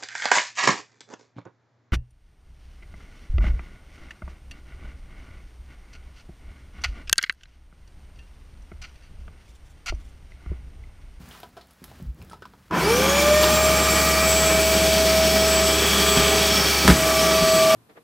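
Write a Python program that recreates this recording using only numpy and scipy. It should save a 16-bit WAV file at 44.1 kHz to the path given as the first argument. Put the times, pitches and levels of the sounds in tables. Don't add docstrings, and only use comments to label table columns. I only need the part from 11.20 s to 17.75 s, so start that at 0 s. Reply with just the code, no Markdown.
import sys
import numpy as np
from scipy import signal
from scipy.fft import rfft, irfft
from scipy.io import wavfile

SR = 44100
rng = np.random.default_rng(int(sys.argv[2]) if len(sys.argv) > 2 else 0)


def wav_out(sig):
    wavfile.write(sys.argv[1], SR, np.round(np.clip(np.atleast_2d(sig).T, -1, 1) * 32767).astype(np.int16))


N = 288855
T = np.arange(N) / SR
HZ = np.maximum(np.arange(N // 2 + 1) * SR / N, 1)
RUNNING_S = np.maximum(T - 1.5, 0)
FULL_SPEED_HZ = 641.18

# time_s, gain_db
MOTOR_DIRECTIVITY = [(1.5, 13.5), (2.1, 9.5), (3.2, 8.5), (3.8, 3.5), (4.5, 5), (5.1, 8), (6.55, 2.5)]
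# time_s, gain_db
SIDE_DIRECTIVITY = [(1.5, 2.5), (2.9, -2.5), (3.8, 1), (4.5, 2.5), (5.15, 4.5), (5.55, 2.5), (5.85, -1.5),
                    (6.05, 1.5), (6.55, -1)]


def from_db(db):
    return 10 ** (np.asarray(db) / 20)


def rms_one(x):
    return x / np.sqrt(np.mean(x ** 2) + 1e-20)


def in_time(rows):
    return np.interp(T, *np.transpose(rows))


def colour(points):
    hz, db = np.transpose(points)
    return from_db(np.interp(np.log(HZ), np.log(hz), db))


def resonances(peaks):
    return from_db(sum(db / (1 + (2 * (HZ - hz) / width) ** 2) for hz, width, db in peaks))


def noise(gain):
    return rms_one(irfft(rfft(rng.standard_normal(N)) * gain, N))


def resonant_noise(hz, width_hz):
    return noise(1 / (1 + ((HZ ** 2 - hz ** 2) / (HZ * width_hz)) ** 2))


def drift(rate_hz):
    size, stride = 8192, 36
    hz = np.arange(size // 2 + 1) * SR / (stride * size)
    slow = irfft(rfft(rng.standard_normal(size)) * np.exp(-(hz / rate_hz) ** 2))
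    return np.interp(T, np.arange(size) * stride / SR, rms_one(slow))


def turning(speed_hz, wobble):
    return 2 * np.pi * np.cumsum(speed_hz * (1 + wobble * drift(12.44))) / SR


def tone(angle, scatter, rate_hz):
    reflected = drift(rate_hz) * np.sin(angle) + drift(rate_hz) * np.cos(angle)
    return (np.sqrt(2) * np.sin(angle) + scatter * reflected) / np.sqrt(1 + 2 * scatter ** 2)


def fan_speed():
    kick_share, kick_s, settle_s, creep_hz_per_s = .418, .0662, .2758, .661
    lag = kick_share * np.exp(-RUNNING_S / kick_s) + (1 - kick_share) * np.exp(-RUNNING_S / settle_s)
    return FULL_SPEED_HZ * (1 - lag) + creep_hz_per_s * RUNNING_S


def speed_share():
    return np.clip(fan_speed() / FULL_SPEED_HZ, .01, 1)


def suction_motor():
    # time_s, level_db
    shaft_level = [(1.58, -42), (1.7, -17.5), (1.8, -26), (2.0, -21.5), (2.12, -16), (2.27, -21),
                   (2.48, -21), (2.66, -27.5), (3.3, -22.5), (4.0, -20), (4.48, -23), (4.71, -39),
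                   (4.88, -26.5), (5.33, -27), (5.5, -39.5), (5.86, -22), (6.1, -21.5), (6.5, -16)]
    # time_s, level_db
    whistle_level = [(1.58, -60), (1.635, -29), (2.2, -35), (2.33, -28.5), (2.9, -29), (2.99, -38),
                     (3.1, -24.5), (3.4, -30), (3.85, -36.5), (4.15, -35), (4.36, -27), (4.73, -35),
                     (4.97, -27), (5.5, -41), (5.8, -33), (6.05, -43), (6.36, -29), (6.55, -43)]
    multiples = [2, 2.6, 3, 4]
    partial_db = [-41.5, -54.5, -44, -51.5]
    facing_db = in_time(MOTOR_DIRECTIVITY)
    angle = turning(fan_speed(), wobble=0.00044)
    climb = np.sqrt(1 - speed_share())
    shaft = from_db(in_time(shaft_level)) * tone(angle, scatter=0.12 + 0.21 * climb, rate_hz=29)
    whistle = from_db(in_time(whistle_level)) * tone(12 * angle, scatter=0.27 + 2.6 * climb, rate_hz=28)
    partials = sum(from_db(db) * tone(k * angle, scatter=1.0, rate_hz=17)
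                   for k, db in zip(multiples, partial_db))
    overtone = from_db(-45 + .7 * facing_db) * speed_share() * tone(24 * angle, scatter=0.97, rate_hz=6)
    return shaft + whistle + overtone + from_db(facing_db) * speed_share() ** 1.2 * partials


def air_flow(level_db, flutter_db, attack_s):
    # frequency_hz, density_db
    turbulence = [(25, -26), (50, -11), (112, -7.5), (165, 10.5), (260, 2.5), (340, 3.5), (520, -0.5),
                  (900, -5), (1700, -4), (2080, -9), (2900, -4), (5500, -7.5), (10300, -15.5), (15500, -18)]
    # centre_hz, width_hz, lift_db
    ducts = [(105, 4.3, 20), (318.9, 7.6, 10), (1810, 23, 3), (2305, 165, 8.5), (2560, 48, 5),
             (3115, 45, 7), (5960, 190, 7), (6570, 90, 6), (8700, 900, 3), (10240, 290, -4),
             (12000, 1100, 4)]
    # centre_hz, gain_db, speed_exponent, motor_weight, side_weight
    bands = [(312, -1.5, -0.43, 0.016, -0.25), (1110, -0.4, 0.18, 0.44, 0.15),
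             (3940, 0.1, 1.9, -0.077, 0.71), (10000, 1.5, 1.66, 0.2, -0.09)]
    roar_spectrum = rfft(noise(colour(turbulence) * resonances(ducts)))
    facing_db, side_db = in_time(MOTOR_DIRECTIVITY), in_time(SIDE_DIRECTIVITY)
    shares = np.array([np.exp(-(np.log(HZ / hz) / 0.78) ** 2) + 1e-100 for hz, *_ in bands])
    shares /= shares.sum(axis=0)
    out = np.zeros(N)
    for (_, db, exponent, motor_weight, side_weight), share in zip(bands, shares):
        band_db = db + motor_weight * facing_db + side_weight * side_db + flutter_db * drift(20)
        out += irfft(roar_spectrum * share, N) * speed_share() ** exponent * from_db(band_db)
    onset = 1 - np.exp(-(RUNNING_S / attack_s) ** 2)
    return from_db(level_db) * onset * out


def brush_drive(belt_ratio, run_up_s):
    # time_s, speed_hz
    loaded_speed = [(1.5, 69.2), (2.3, 70.2), (3.1, 70), (3.7, 69.4), (4.5, 69.3), (5.1, 70.1),
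                    (6.15, 68.4), (6.55, 69)]
    # time_s, level_db
    hum_level = [(1.5, -64), (1.62, -35), (2.15, -29.5), (3.1, -29), (5.0, -30.5), (6.15, -33.5),
                 (6.55, -50)]
    # time_s, level_db
    gear_level = [(1.55, -55), (1.73, -30.5), (2.95, -29), (3.5, -50), (4.55, -38), (5.0, -28.5),
                  (5.5, -44), (5.95, -29), (6.55, -26)]
    multiples = [5, 12, 15, 34]
    partial_db = [-65, -47, -51.5, -43.5]
    speed_hz = in_time(loaded_speed) * (1 - np.exp(-RUNNING_S / run_up_s))
    roll = turning(speed_hz, wobble=0.0014)
    motor = belt_ratio * roll
    bristles, poles, slots, teeth = 6 * roll, 2 * motor, 4 * motor, 6 * motor
    hum = from_db(in_time(hum_level)) * tone(roll, scatter=.03, rate_hz=4)
    drone = tone(bristles, scatter=0.48, rate_hz=5.1) + tone(poles, scatter=0.26, rate_hz=4.4)
    drone += from_db(-2.5) * tone(motor, scatter=0.98, rate_hz=2.0)
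    drone += from_db(-7.5) * tone(slots, scatter=1.0, rate_hz=2.0)
    drone *= from_db(-36.5 + 1.5 * in_time(SIDE_DIRECTIVITY))
    gear = from_db(in_time(gear_level)) * tone(teeth, scatter=0.44, rate_hz=64)
    partials = sum(from_db(db) * tone(k * roll, scatter=0.4, rate_hz=21.0)
                   for k, db in zip(multiples, partial_db))
    return hum + gear + speed_share() * (drone + from_db(in_time(MOTOR_DIRECTIVITY)) * partials)


def exhaust_vent(waver_db, waver_hz):
    # pitch_hz, width_hz, level_db, side_weight, motor_weight
    notes = [(2303, 190, -39, -.2, 0.49), (3333, 205, -39, 2.33, 0.22), (4560, 320, -33.5, 0.19, -0.15)]
    # time_s, level_db
    shrill_level = [(1.5, -33), (3.6, -36), (4.2, -31), (4.7, -34.5), (5.15, -39), (5.35, -25.5),
                    (5.78, -40), (6.0, -29), (6.3, -38), (6.55, -35)]
    facing_db, side_db = in_time(MOTOR_DIRECTIVITY), in_time(SIDE_DIRECTIVITY)
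    out = from_db(in_time(shrill_level)) * resonant_noise(hz=5380, width_hz=320)
    for hz, width_hz, db, side_weight, motor_weight in notes:
        note_db = db + side_weight * side_db + motor_weight * facing_db + waver_db * drift(waver_hz)
        out += from_db(note_db) * resonant_noise(hz, width_hz)
    return speed_share() ** 1.65 * out


def switch_on(level_db, rise_s, pulsing):
    # pitch_hz, width_hz, relative_db
    modes = [(1007, 87, 0.5), (1400, 270, -9)]
    age = RUNNING_S / rise_s
    surge = from_db(level_db) * age * np.exp((1 - age ** 2) / 2)
    mains_pulse = np.sin(2 * np.pi * 100 * T)
    ringing = sum(from_db(db) * resonant_noise(hz, width_hz) for hz, width_hz, db in modes)
    return surge * ringing * (1 + pulsing * mains_pulse)


def clicks(crack_db, crack_s, ring_db, room_db, room_t60_s):
    # start_s, relative_db, brightness_hz, ring_hz, t60_s
    touches = [(0.111, -39, 5000, 3000, 0.23), (0.15, -40, 3000, 1100, 0.17),
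               (0.202, -39, 12000, 12000, 0.022), (0.232, -27, 2000, 700, 0.059),
               (0.368, -31.5, 2000, 690, 0.17), (0.411, -42, 4000, 4240, 0.1),
               (0.509, -45.5, 9000, 11000, 0.036), (0.641, -31, 11900, 11800, 0.03),
               (0.715, -39.5, 1200, 800, .08), (1.017, -38, 3000, 2480, 0.037),
               (1.098, -38.5, 9000, 9050, .025), (1.113, -33, 3000, 1290, .04),
               (1.122, -43, 7000, 5000, .03), (1.132, -29, 1400, 890, 0.055),
               (1.222, -31.5, 1800, 1510, 0.08), (1.254, -33.5, 3500, 1110, 0.033),
               (1.336, -41, 1000, 895, 0.07), (1.51, -18.5, 1210, 1050, .08),
               (2.226, -13, 13900, 12500, 0.033), (2.232, -7.5, 6000, 4460, 0.033),
               (2.241, -12, 4000, 2600, 0.092), (5.674, -17, 8000, 9000, 0.027),
               (5.678, 1.5, 6940, 1820, 0.032), (5.687, -16.5, 3500, 1180, 0.13),
               (5.7, -7.5, 3500, 2230, 0.12)]
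    # centre_hz, width_hz, lift_db
    housing = [(410, 150, 20), (736, 220, 10.5), (994, 66, 16.5), (1300, 140, 13.5), (1580, 340, 8.5),
               (3700, 2200, 7.5), (5160, 300, 7)]
    out = np.zeros(N)
    ringing = noise(resonances(housing) * HZ / (HZ + 200))
    for start_s, db, brightness_hz, ring_hz, t60_s in touches:
        start = int(start_s * SR)
        age = T[:N - start][:SR // 2]
        span = slice(start, start + len(age))
        burst = signal.lfilter(*signal.butter(1, brightness_hz, fs=SR), ringing[span])
        part_note = signal.lfilter(*signal.iirpeak(ring_hz, 10, fs=SR), burst)
        click = rms_one(burst + from_db(ring_db) * part_note)
        crack = from_db(crack_db) * np.exp(-age / crack_s)
        ring_decay = from_db(-60 * age / t60_s)
        room_tail = from_db(room_db - 60 * age / room_t60_s)
        out[span] += from_db(db - 12.0) * click * (crack + ring_decay + room_tail)
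    return out


def thumps():
    # start_s, impulse_db, contact_s
    blows = [(0.003, -46, 0.0044), (0.078, -48, 0.0036), (0.618, -50, 0.0023), (0.709, -54, 0.0073),
             (0.8, -50, 0.0014), (0.82, -35.5, 0.0054), (0.861, -23, 0.013), (0.882, -22, .012),
             (4.971, -21, 0.0035), (5.029, -33, 0.0065), (5.651, -24, 0.0018), (5.684, -19.5, 0.0013),
             (5.693, -11, 0.0028), (5.711, -17.5, 0.0024), (6.223, -26, 0.0032)]
    # pitch_hz, gain_db, t60_s
    modes = [(64, 6, 0.12), (88, -22, 0.1), (143, 0.5, 0.38), (177.4, 9.5, 0.1), (242, 3, 0.27),
             (361, 4, 0.15), (550, 1, 0.12)]
    force, out = np.zeros(N), np.zeros(N)
    for start_s, db, contact_s in blows:
        start = int(start_s * SR)
        push = np.hanning(int(contact_s * SR) + 3)
        force[start:start + len(push)] += from_db(db) * push / push.sum()
    force += 1e-18 * (-1) ** np.arange(N)
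    for hz, db, t60_s in modes:
        radius, angle = from_db(-60 / (t60_s * SR)), 2 * np.pi * hz / SR
        out += from_db(db) * signal.lfilter([1, -1], [1, -2 * radius * np.cos(angle), radius ** 2], force)
    return out


def handling(grain_db, ticks_per_s, tick_db):
    # time_s, rumble_db, rustle_db
    movement = [(0.0, -46, -55), (0.16, -55, -49.5), (0.32, -53.5, -62.5), (0.58, -64, -61.5),
                (0.68, -49, -55.5), (0.8, -50, -56.5), (0.94, -55, -66), (1.01, -42, -58),
                (1.2, -52.5, -65), (1.49, -58, -61)]
    # frequency_hz, density_db
    grip = [(25, -10), (65, 2.5), (110, -7.5), (200, -4.5), (350, -15.5), (800, -29), (3000, -55)]
    # frequency_hz, density_db
    cloth = [(150, -11), (500, -5.5), (1300, -2.5), (2500, -8.5), (5000, -12.5), (8000, -17), (15000, -19)]
    time_s, rumble_db, rustle_db = np.transpose(movement)
    rustle = rms_one(noise(colour(cloth)) * from_db(grain_db * drift(150)))
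    snags = (rng.random(N) < ticks_per_s / SR) * rng.standard_normal(N)
    ticks = rms_one(signal.lfilter(*signal.butter(2, 7000, "high", fs=SR), snags + 1e-18))
    rumble = from_db(np.interp(T, time_s, rumble_db)) * noise(colour(grip))
    sleeves = from_db(np.interp(T, time_s, rustle_db)) * (rustle + from_db(tick_db) * ticks)
    return rumble + sleeves


def scene():
    air = air_flow(level_db=-22.5, flutter_db=1.0, attack_s=0.025)
    air += exhaust_vent(waver_db=2.1, waver_hz=3.5)
    motors = suction_motor() + brush_drive(belt_ratio=2.83, run_up_s=.045)
    motors += switch_on(level_db=-26, rise_s=0.084, pulsing=0.26)
    touches = clicks(crack_db=3, crack_s=0.00086, ring_db=13.5, room_db=-9.0, room_t60_s=0.21) + thumps()
    touches += handling(grain_db=1.0, ticks_per_s=14, tick_db=-12)
    return np.tile((air + motors) * (RUNNING_S > 0) + touches, (2, 1))


def record(dry):
    low_cut_hz, high_cut_hz = 43, 15800
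    thin = signal.sosfilt(signal.butter(3, low_cut_hz, "high", fs=SR, output="sos"), dry)
    clipped = np.clip(thin, -.92, .92)
    return signal.sosfilt(signal.ellip(16, .1, 90, high_cut_hz, fs=SR, output="sos"), clipped)


dry = scene()
out = record(dry)
wav_out(out)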